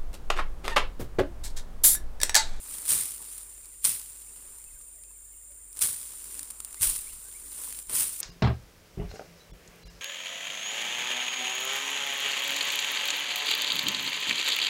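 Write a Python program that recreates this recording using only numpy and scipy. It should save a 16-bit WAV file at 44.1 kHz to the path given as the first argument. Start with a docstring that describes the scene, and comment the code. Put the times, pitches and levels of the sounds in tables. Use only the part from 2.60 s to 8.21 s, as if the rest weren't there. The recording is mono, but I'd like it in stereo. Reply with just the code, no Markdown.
"""We hear a blade slash through ferns five times among trees. Fronds rustle, boots press into the litter
and stems snap or pop; insects sing, far birds chirp, and a low hum sits under puffs of wind.
Fronds, boots, insects, air and wind are shaped noise, and snaps are sharp pushes with noisy tails.
Birds are gliding tones, the hum is a pair of tones, and pops and thumps are fading ones.
One small microphone with a strong treble resonance hears it all, so both channels are alike."""
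import sys
import numpy as np
from scipy import signal
from scipy.fft import rfft, irfft, next_fast_len
from scipy.io import wavfile
from scipy.ndimage import uniform_filter1d, map_coordinates

SR = 44100
rng = np.random.default_rng(int(sys.argv[2]) if len(sys.argv) > 2 else 0)


def int16_out(signal):
    """Quantize to a 16-bit WAV file."""
    q = np.round(np.clip(np.atleast_2d(signal).T, -1, 1) * 32767)
    wavfile.write(sys.argv[1], SR, q.astype(np.int16))


def amplitude_ratio(level_db):
    """Convert a level in decibels to the matching linear amplitude (field) ratio."""
    exponent = np.asarray(level_db, float) / 20
    return 10 ** exponent


N = 247401  # length in samples

# All source levels below are those before the microphone colours the sound.
# Blade strokes through the fronds. Each row: full contact in seconds, crackle level in dB,
# rise in seconds, hold in seconds, fall in dB per second.
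BLADE_STROKES = [(0.311, -34, 0.085, 0.013, 106), (1.252, -36, .025, 0.031, 161),
                 (3.217, -34.5, 0.017, .005, 133), (4.225, -33, 0.027, 0.0029, 122),
                 (5.353, -38, .06, 0.061, 124)]
RISE_DB = 25  # climbed during the rise
SETTLE_DB, SETTLE_DB_PER_S = -15, 44.5  # settling fronds: start under the stroke, slower fade
STROKE_TREBLE_DB, STROKE_BODY_DB = 7, -11.5  # over the crackle
STROKE_THUD_DB, THUD_LAG_S = -18, 0.012  # push of air: level over the crackle, delay

# Fronds brushed by arm and legs. Each row: time in seconds, crackle level in dB, body over crackle in dB.
BRUSHED_FRONDS = [(0.0, -60, -2.5), (0.148, -51, -3), (0.25, -57, 2), (0.56, -67.5, 5), (0.6, -59.5, 0.5),
                  (0.78, -56.5, -6.5), (0.88, -64, 1.5), (1.22, -68.5, -7.5), (1.6, -66, -0.5),
                  (1.95, -66.5, 1), (2.38, -74.5, -6), (3.12, -80, -1), (3.17, -57, -0.5), (3.58, -58, -5),
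                  (3.75, -55.5, -3), (3.87, -60.5, -0.5), (4.03, -66.5, 5.5), (4.135, -62, 2.5),
                  (4.19, -61.5, -0.5), (4.84, -61.5, -3), (5.04, -51, -3.5), (5.2, -56, -3.5),
                  (5.235, -65, -9), (5.285, -66, 1), (5.3, -50.5, 4.5), (5.61, -55.5, -8)]
RUSTLE_TREBLE_DB = 8  # over the crackle

# Stems breaking. Each row: time in seconds, push in dB, treble over push in dB, body over push in dB.
STEM_BREAKS = [(0.2201, -31, 7, 3), (0.2609, -22, -2, -10), (0.2919, -13, 2, -7), (0.3064, -10, 1, -9),
               (0.5076, -30, 4, 3), (0.5808, -33, 6, 3), (0.7333, -28, -2, -8), (0.7805, -25, 1, -4),
               (1.0568, -33, 3, -10), (1.2435, -14, 4, -11), (1.2489, -6, 0, -10), (1.2522, -2, -5, -19),
               (1.7725, -33, -6, -1), (2.0414, -34, 2, -3), (2.2119, -40, 0, 7), (2.4366, -34, 0, -3),
               (2.921, -38, 2, -7), (3.1294, -34, 5, -3), (3.171, -23, -1, -3), (3.1918, -21, 3, -5),
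               (3.2099, -19, 3, -12), (3.2176, -7, -6, -9), (3.2243, -11, 4, -10), (3.43, -28, -4, -3),
               (3.46, -32, -4, -4), (3.7438, -25, -2, -8), (3.7762, -26, -10, -12), (3.7935, -14, -5, -18),
               (3.8304, -23, 3, -3), (3.8746, -32, -6, 0), (3.9038, -27, 3, -3), (3.9076, -25, 1, -10),
               (4.003, -19, -2, -3), (4.0477, -23, 6, -4), (4.1086, -35, 6, 1), (4.1285, -34, 11, 0),
               (4.1442, -21, -14, -4), (4.2113, -20, 2, -8), (4.2195, -14, 2, -8), (4.7147, -30, -8, -7),
               (5.037, -22, -6, -8), (5.126, -22, 2, 1), (5.1478, -24, -5, -2), (5.189, -21, -1, -8),
               (5.2959, -24, -4, -2), (5.603, -22, 10, -8)]
# Small twigs at random: how many per second, push over the rustle in dB, colour scatter in dB.
TICKS_PER_S, TICK_DB, TICK_COLOUR_DB = 9, 23, 4

# Thick soft stems popping. Each row: start in seconds, pitch in Hz, level in dB before fading.
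STEM_POPS = [(0.6045, 1000, -46), (2.205, 1200, -53), (2.508, 1000, -54), (4.003, 1300, -40),
             (4.1442, 1200, -43), (5.0756, 1000, -40)]

# Boots pressing into the litter. Each row: time of the height in seconds, rise in seconds,
# fall in seconds, level in dB.
BOOT_STEPS = [(0.1, .06, .25, -64.5), (0.45, .04, .15, -70), (1.75, .3, .4, -71), (3.65, .03, 0.54, -64.5),
              (4.85, 0.071, .35, -65), (5.45, .1, .3, -66)]

# Puffs of wind. Each row: time of the height in seconds, length in seconds, rumble level in dB.
WIND_PUFFS = [(0.142, .2, -57.5), (1.892, 0.13, -58.5), (2.134, .3, -63), (4.32, 0.09, -47),
              (4.51, 0.37, -56), (4.853, .12, -64), (5.34, .2, -55.5)]
CALM_RUMBLE_DB, CALM_THUD_DB = -73, -79  # still air
GUST_THUD_DB = -13  # thud of a gust over its rumble

# Dull thumps. Each row: start in seconds, pitch in Hz, level in dB before fading.
DULL_THUMPS = [(4.208, 83, -35.5), (4.269, 36.8, -32.5), (4.304, 42, -47), (4.387, 49.5, -42.5),
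               (4.582, 210, -53), (5.335, 100, -46), (2.069, 35.2, -48), (2.139, 34.5, -46.5),
               (2.189, 35.2, -51)]

# Far birds. Each row: start in seconds, length in seconds, start pitch in Hz, end pitch in Hz, level in dB.
BIRD_CHIRPS = [(1.03, .02, 2600, 2200, -64), (1.655, .045, 1900, 3000, -67), (1.835, .035, 580, 580, -68),
               (1.985, .035, 1700, 2500, -68), (2.06, .035, 2620, 2600, -66), (2.345, .06, 700, 570, -69),
               (2.44, .025, 2700, 2400, -70), (2.48, .04, 2550, 2700, -72), (2.54, .04, 2500, 2100, -72),
               (2.72, .04, 3250, 2500, -74), (2.885, .04, 590, 580, -69), (2.99, .035, 2050, 2000, -72),
               (3.065, .025, 2200, 1900, -72), (4.06, .03, 3200, 2300, -64), (4.16, .045, 1880, 2350, -60),
               (4.46, .05, 1950, 3050, -56), (4.63, .09, 1430, 1750, -67), (4.74, .035, 2050, 2450, -57)]
# Fainter chirps at random: how many per second, typical length, pitch range in Hz, middle level.
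TWITTERS_PER_S, TWITTER_S, TWITTER_HZ, TWITTER_DB = 20, .03, (1500, 2800), -75

# Insect choirs. Each row: pitch in Hz, width in Hz, middle level in dB, throbs per second, throb depth in dB.
INSECT_CHOIRS = [(7260, 315, -59.5, 35, -2), (14740, 460, -64.5, 28, 2.5), (8950, 430, -67.5, 14, -2)]

# Tone of the air in the grove. Each row: frequency in Hz, relative level in dB per Hz.
GROVE_AIR = [(60, 15), (170, -3.5), (350, -1), (550, 1.5), (1000, -4.5), (2500, -6.5), (4000, -13),
             (6300, -11.5), (9000, 2), (12000, -12.5), (16000, -20)]

# Microphone colour. Each row: frequency in Hz, gain in dB.
MIC_COLOUR = [(400, 0.5), (700, -6.5), (1050, -0.5), (1800, -3.5), (3200, -0.5), (4500, 0), (6500, 0.5),
              (8300, 9), (9300, 15.5), (10300, 8.5), (12000, 2), (15200, 5)]
TOP_HZ = 15520  # upper limit of the microphone sound


def fronds():
    """Countless tiny leaf cracks, in clumps, mix with the swish of rubbing blades; the colour shifts in patches."""
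    chosen = rng.random(N) < 4000 / SR  # about 4000 cracks a second
    size = chosen * amplitude_ratio(np.clip(4 * rng.standard_normal(N), -9, 9))
    cracks = unit(size * rng.standard_normal((3, N)))  # each crack has its own balance of registers
    swish = amplitude_ratio(1) * rng.standard_normal((3, N))
    starts = (rng.random(N) < 260 / SR) * rng.random(N)
    # clumps start at once and die away
    clumps = 1 + .9 * signal.lfilter([1], [1, -np.exp(-1 / (.0018 * SR))], starts)
    drift_db = .6 * np.array([1.6 * wobble(25), wobble(30), .6 * wobble(30)])
    bands = unit(registers(clumps * amplitude_ratio(drift_db) * (cracks + swish)))
    return patchy(np.sum(amplitude_ratio(crushing()) * bands, axis=0), depth_db=1.3)


def crushing():
    """Crushed and brushed leaves add up: gives the body, middle and treble levels in dB."""
    rustle_db, body_db = curves(BRUSHED_FRONDS)
    stroke_db = strokes() + np.array([[STROKE_BODY_DB], [0], [STROKE_TREBLE_DB]])
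    none = np.zeros(N)
    brushed_db = rustle_db + np.array([body_db, none, none + RUSTLE_TREBLE_DB])
    return joined(stroke_db, brushed_db)


def strokes(lag_s=0):
    """Level of the blade's crushing: a quick rise, a hold, a fall and a slower settling."""
    levels = []
    for s, db, rise_s, hold_s, fall in BLADE_STROKES:
        t = np.arange(N) / SR - s - lag_s
        after = np.clip(t - hold_s, 0, None)
        rise_db = RISE_DB * np.clip(t, None, 0) / rise_s
        fade_db = joined(-fall * after, SETTLE_DB - SETTLE_DB_PER_S * after)
        levels.append(db + rise_db + fade_db)
    return joined(*levels)


def patchy(x, depth_db):
    """Gain varies in random patches about 500 Hz wide and 17 ms long."""
    z = signal.stft(x, nperseg=256)[2]
    field = uniform_filter1d(rng.standard_normal(z.shape), size=3, axis=0)
    field = uniform_filter1d(field, size=6, axis=1)
    return signal.istft(z * amplitude_ratio(depth_db * field / field.std()), nperseg=256)[1][:N]


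def snaps(tail_s=.016, tail_db=-16):
    """Each stem breaks with one sharp push, then its fibres tear for a moment; random twigs tick too."""
    t = np.arange(SR // 20) / SR
    rows = np.zeros((3, N + len(t)))
    for s, db, treble_db, body_db in [*STEM_BREAKS, *ticks()]:
        burst = amplitude_ratio(tail_db - 60 * t / tail_s) * rng.standard_normal(len(t))
        burst[0] = 1  # the push
        balance_db = np.array([[body_db], [0], [treble_db]])
        rows[:, round(s * SR):][:, :len(t)] += amplitude_ratio(db + balance_db) * burst
    return registers(rows[:, :N], floor_hz=410).sum(axis=0)


def ticks():
    """Small twigs break by chance, louder where fronds rustle more; rows are like STEM_BREAKS."""
    crackle_db = curves(BRUSHED_FRONDS)[0]
    when, *chance = rng.random((round(TICKS_PER_S * N / SR), 4)).T
    size, treble, body = TICK_COLOUR_DB * (2 * np.array(chance) - 1)
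    push_db = crackle_db[(when * N).astype(int)] + TICK_DB + size
    return zip(when * N / SR, push_db, treble, body - TICK_COLOUR_DB)


def pops(swings=2.5):
    """A hollow stem rings as one tone that fades to about a third in the given number of swings."""
    out = np.zeros(N)
    t = np.arange(SR // 20) / SR
    for s, hz, db in STEM_POPS:
        swing = np.sin(2 * np.pi * hz * t) * np.exp(-hz * t / swings)
        out[round(s * SR):][:len(t)] += amplitude_ratio(db) * swing
    return out


def steps(centre_hz=300, lumpy_db=3):
    """Boots crush litter as low lumpy noise: its level in dB rises and falls in straight lines of 20 dB."""
    now = np.arange(N) / SR
    levels = []
    for s, rise_s, fall_s, db in BOOT_STEPS:
        levels.append(db - 20 * np.maximum((s - now) / rise_s, (now - s) / fall_s))
    lumps = amplitude_ratio(lumpy_db * wobble(40)) * rng.standard_normal(N)
    return amplitude_ratio(joined(*levels, -120)) * band_around(lumps, centre_hz)


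def insects():
    """Each choir is a narrow noisy band that throbs gently and drifts in level."""
    out = np.zeros(N)
    for hz, width, db, rate, depth_db in INSECT_CHOIRS:
        band = filtered(rng.standard_normal(N), lambda f: np.exp(-.5 * ((f - hz) / width) ** 2))
        throb = np.sin(2 * np.pi * rate * np.arange(N) / SR + 1.3 * wobble(2.9))
        out += amplitude_ratio(db + depth_db * throb + 0.48 * wobble(4.06)) * unit(band)
    return out


def birds(echo_s=.25, echo_db=-6):
    """Short, slightly unsteady gliding whistles, blurred by echoes among the trunks."""
    out = warble(db=-80)
    flutter = amplitude_ratio(3 * wobble(160))
    for s, length, start_hz, end_hz, db in [*BIRD_CHIRPS, *twitters()]:
        count = round(length * SR)
        glide = np.sin(2 * np.pi * np.cumsum(np.linspace(start_hz, end_hz, count)) / SR)
        swell = np.sqrt(2 * np.sqrt(np.hanning(count)))
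        out[round(s * SR):][:count] += amplitude_ratio(db) * swell * glide
    t = np.arange(SR // 2) / SR
    tail = amplitude_ratio(-60 * t / echo_s) * rng.standard_normal(len(t))
    echoes = signal.fftconvolve(out, tail / np.linalg.norm(tail))[:N]
    return flutter * out + amplitude_ratio(echo_db) * echoes


def twitters():
    """Fainter birds whistle by chance; rows are like BIRD_CHIRPS."""
    when, length, pitch, glide, size = rng.random((round(TWITTERS_PER_S * N / SR), 5)).T
    start_s = when * (N / SR - 2 * TWITTER_S)
    hz = TWITTER_HZ[0] + (TWITTER_HZ[1] - TWITTER_HZ[0]) * pitch
    return zip(start_s, TWITTER_S * (.5 + length), hz, hz * (.8 + .4 * glide), TWITTER_DB + 5 * (size - .5))


def warble(db):
    """Farther birds merge into two faint wandering whistles that come and go."""
    pitch_hz = np.array([2400 + 250 * wobble(25), 1800 + 200 * wobble(20)])
    phrases = np.clip([wobble(35), wobble(30)], 0, 1.5)
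    whistles = np.sin(2 * np.pi * np.cumsum(pitch_hz, axis=1) / SR)
    return amplitude_ratio(db) * np.sqrt(2) * np.sum(phrases * whistles, axis=0)


def grove():
    """Soft air is filtered noise; a slightly wavering hum is a low tone with its octave."""
    noise = rng.standard_normal(N)
    air = unit(filtered(noise, lambda hz: amplitude_ratio(along(GROVE_AIR, hz)) * hz / (hz + 40)))
    air = amplitude_ratio(-61.5 + 0.86 * wobble(5.31)) * air
    phase = 2 * np.pi * 50.2 * np.arange(N) / SR + 0.72 * wobble(6)
    hum = np.sin(phase) + amplitude_ratio(-39) * np.sin(2 * phase)
    return air + amplitude_ratio(-58.5 + 0.82 * wobble(7.0)) * hum


def wind():
    """Lumpy air on the microphone port: a rumble, a higher thud that strokes also push, and dull thumps."""
    now = np.arange(N) / SR
    puffs_db = [db - 20 * (2 * (now - s) / length) ** 2 for s, length, db in WIND_PUFFS]
    gust_db = joined(*puffs_db, CALM_RUMBLE_DB - 20)
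    rumble_db = joined(gust_db, CALM_RUMBLE_DB)
    thud_db = joined(gust_db + GUST_THUD_DB, strokes(THUD_LAG_S) + STROKE_THUD_DB, CALM_THUD_DB)
    lumps = amplitude_ratio(0.96 * wobble(12)) * rng.standard_normal(N)
    out = amplitude_ratio(rumble_db) * band_around(lumps, 19.2) + amplitude_ratio(thud_db) * band_around(lumps, 76.5)
    t = np.arange(SR // 5) / SR
    for s, hz, db in DULL_THUMPS:
        swing = np.sin(2 * np.pi * hz * t) * np.exp(-.9 * hz * t)  # mostly gone after two swings
        out[round(s * SR):][:len(t)] -= amplitude_ratio(db) * swing
    return out


def along(points, hz):
    """Read a curve of (Hz, value) points on a log frequency axis."""
    f, v = np.transpose(points)
    return np.interp(np.log(hz + 1), np.log(f + 1), v)


def unit(x):
    """Bring a sound to an rms (average strength) of 1."""
    return x / np.sqrt(np.mean(x ** 2, axis=-1, keepdims=True) + 1e-20)


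def curves(rows):
    """One value per sample for each column after the time."""
    s, *cols = np.transpose(rows)
    return [np.interp(np.arange(N) / SR, s, c) for c in cols]


def wobble(rate):
    """A smooth random curve through the given number of random points a second."""
    return map_coordinates(rng.standard_normal(N // 50), [np.arange(N) * rate / SR])


def joined(*levels_db):
    """Level in dB of several sounds heard together: their powers add."""
    return 10 * np.log10(sum(amplitude_ratio(db) ** 2 for db in levels_db))


def filtered(x, gain):
    """Filter x with the given gain of frequency; nothing sounds before its cause."""
    m = 2 * next_fast_len(N // 2 + 4096)
    cepstrum = irfft(np.log(gain(np.fft.rfftfreq(m, 1 / SR)) + 1e-5), m)
    # folding the cepstrum forward gives the minimum-phase filter
    cepstrum[1:m // 2] *= 2
    cepstrum[m // 2 + 1:] = 0
    return irfft(rfft(x, m) * np.exp(rfft(cepstrum)), m)[..., :N]


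def band_around(x, centre_hz):
    """Keep a broad band around one pitch, at rms 1."""
    return unit(filtered(x, lambda hz: (hz / centre_hz) ** 2 / (1 + (hz / centre_hz) ** 4)))


def registers(rows, low_hz=1700, high_hz=6800, floor_hz=120):
    """Three rows become body, middle and treble; all stay in phase, so a shared click adds up whole."""
    m = next_fast_len(N + 4096)
    hz = np.fft.rfftfreq(m, 1 / SR)
    low = 1 / (1 + (hz / low_hz) ** 4)
    high = 1 / (1 + (high_hz / (hz + 1)) ** 6)
    shares = np.array([low, (1 - low) * (1 - high), high])
    return irfft(rfft(rows, m) * np.sqrt(shares) * hz / (hz + floor_hz), m)[:, :N]


def scene():
    """All sources add up at one microphone, giving two equal channels."""
    plants = fronds() + snaps() + pops()
    mix = plants + steps() + insects() + birds() + grove() + wind()
    return np.tile(mix, (2, 1))


def low_pass(x):
    """Removes everything above the highest recorded frequency."""
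    return signal.sosfilt(signal.butter(12, 16810, fs=SR, output="sos"), x)


def record(dry):
    """The port resonance lifts the treble; a steep filter cuts what lies above the upper limit."""
    coloured = filtered(dry, lambda hz: amplitude_ratio(along(MIC_COLOUR, hz)) / (1 + (hz / TOP_HZ) ** 300))
    return low_pass(coloured)


dry = scene()
out = record(dry)
int16_out(out)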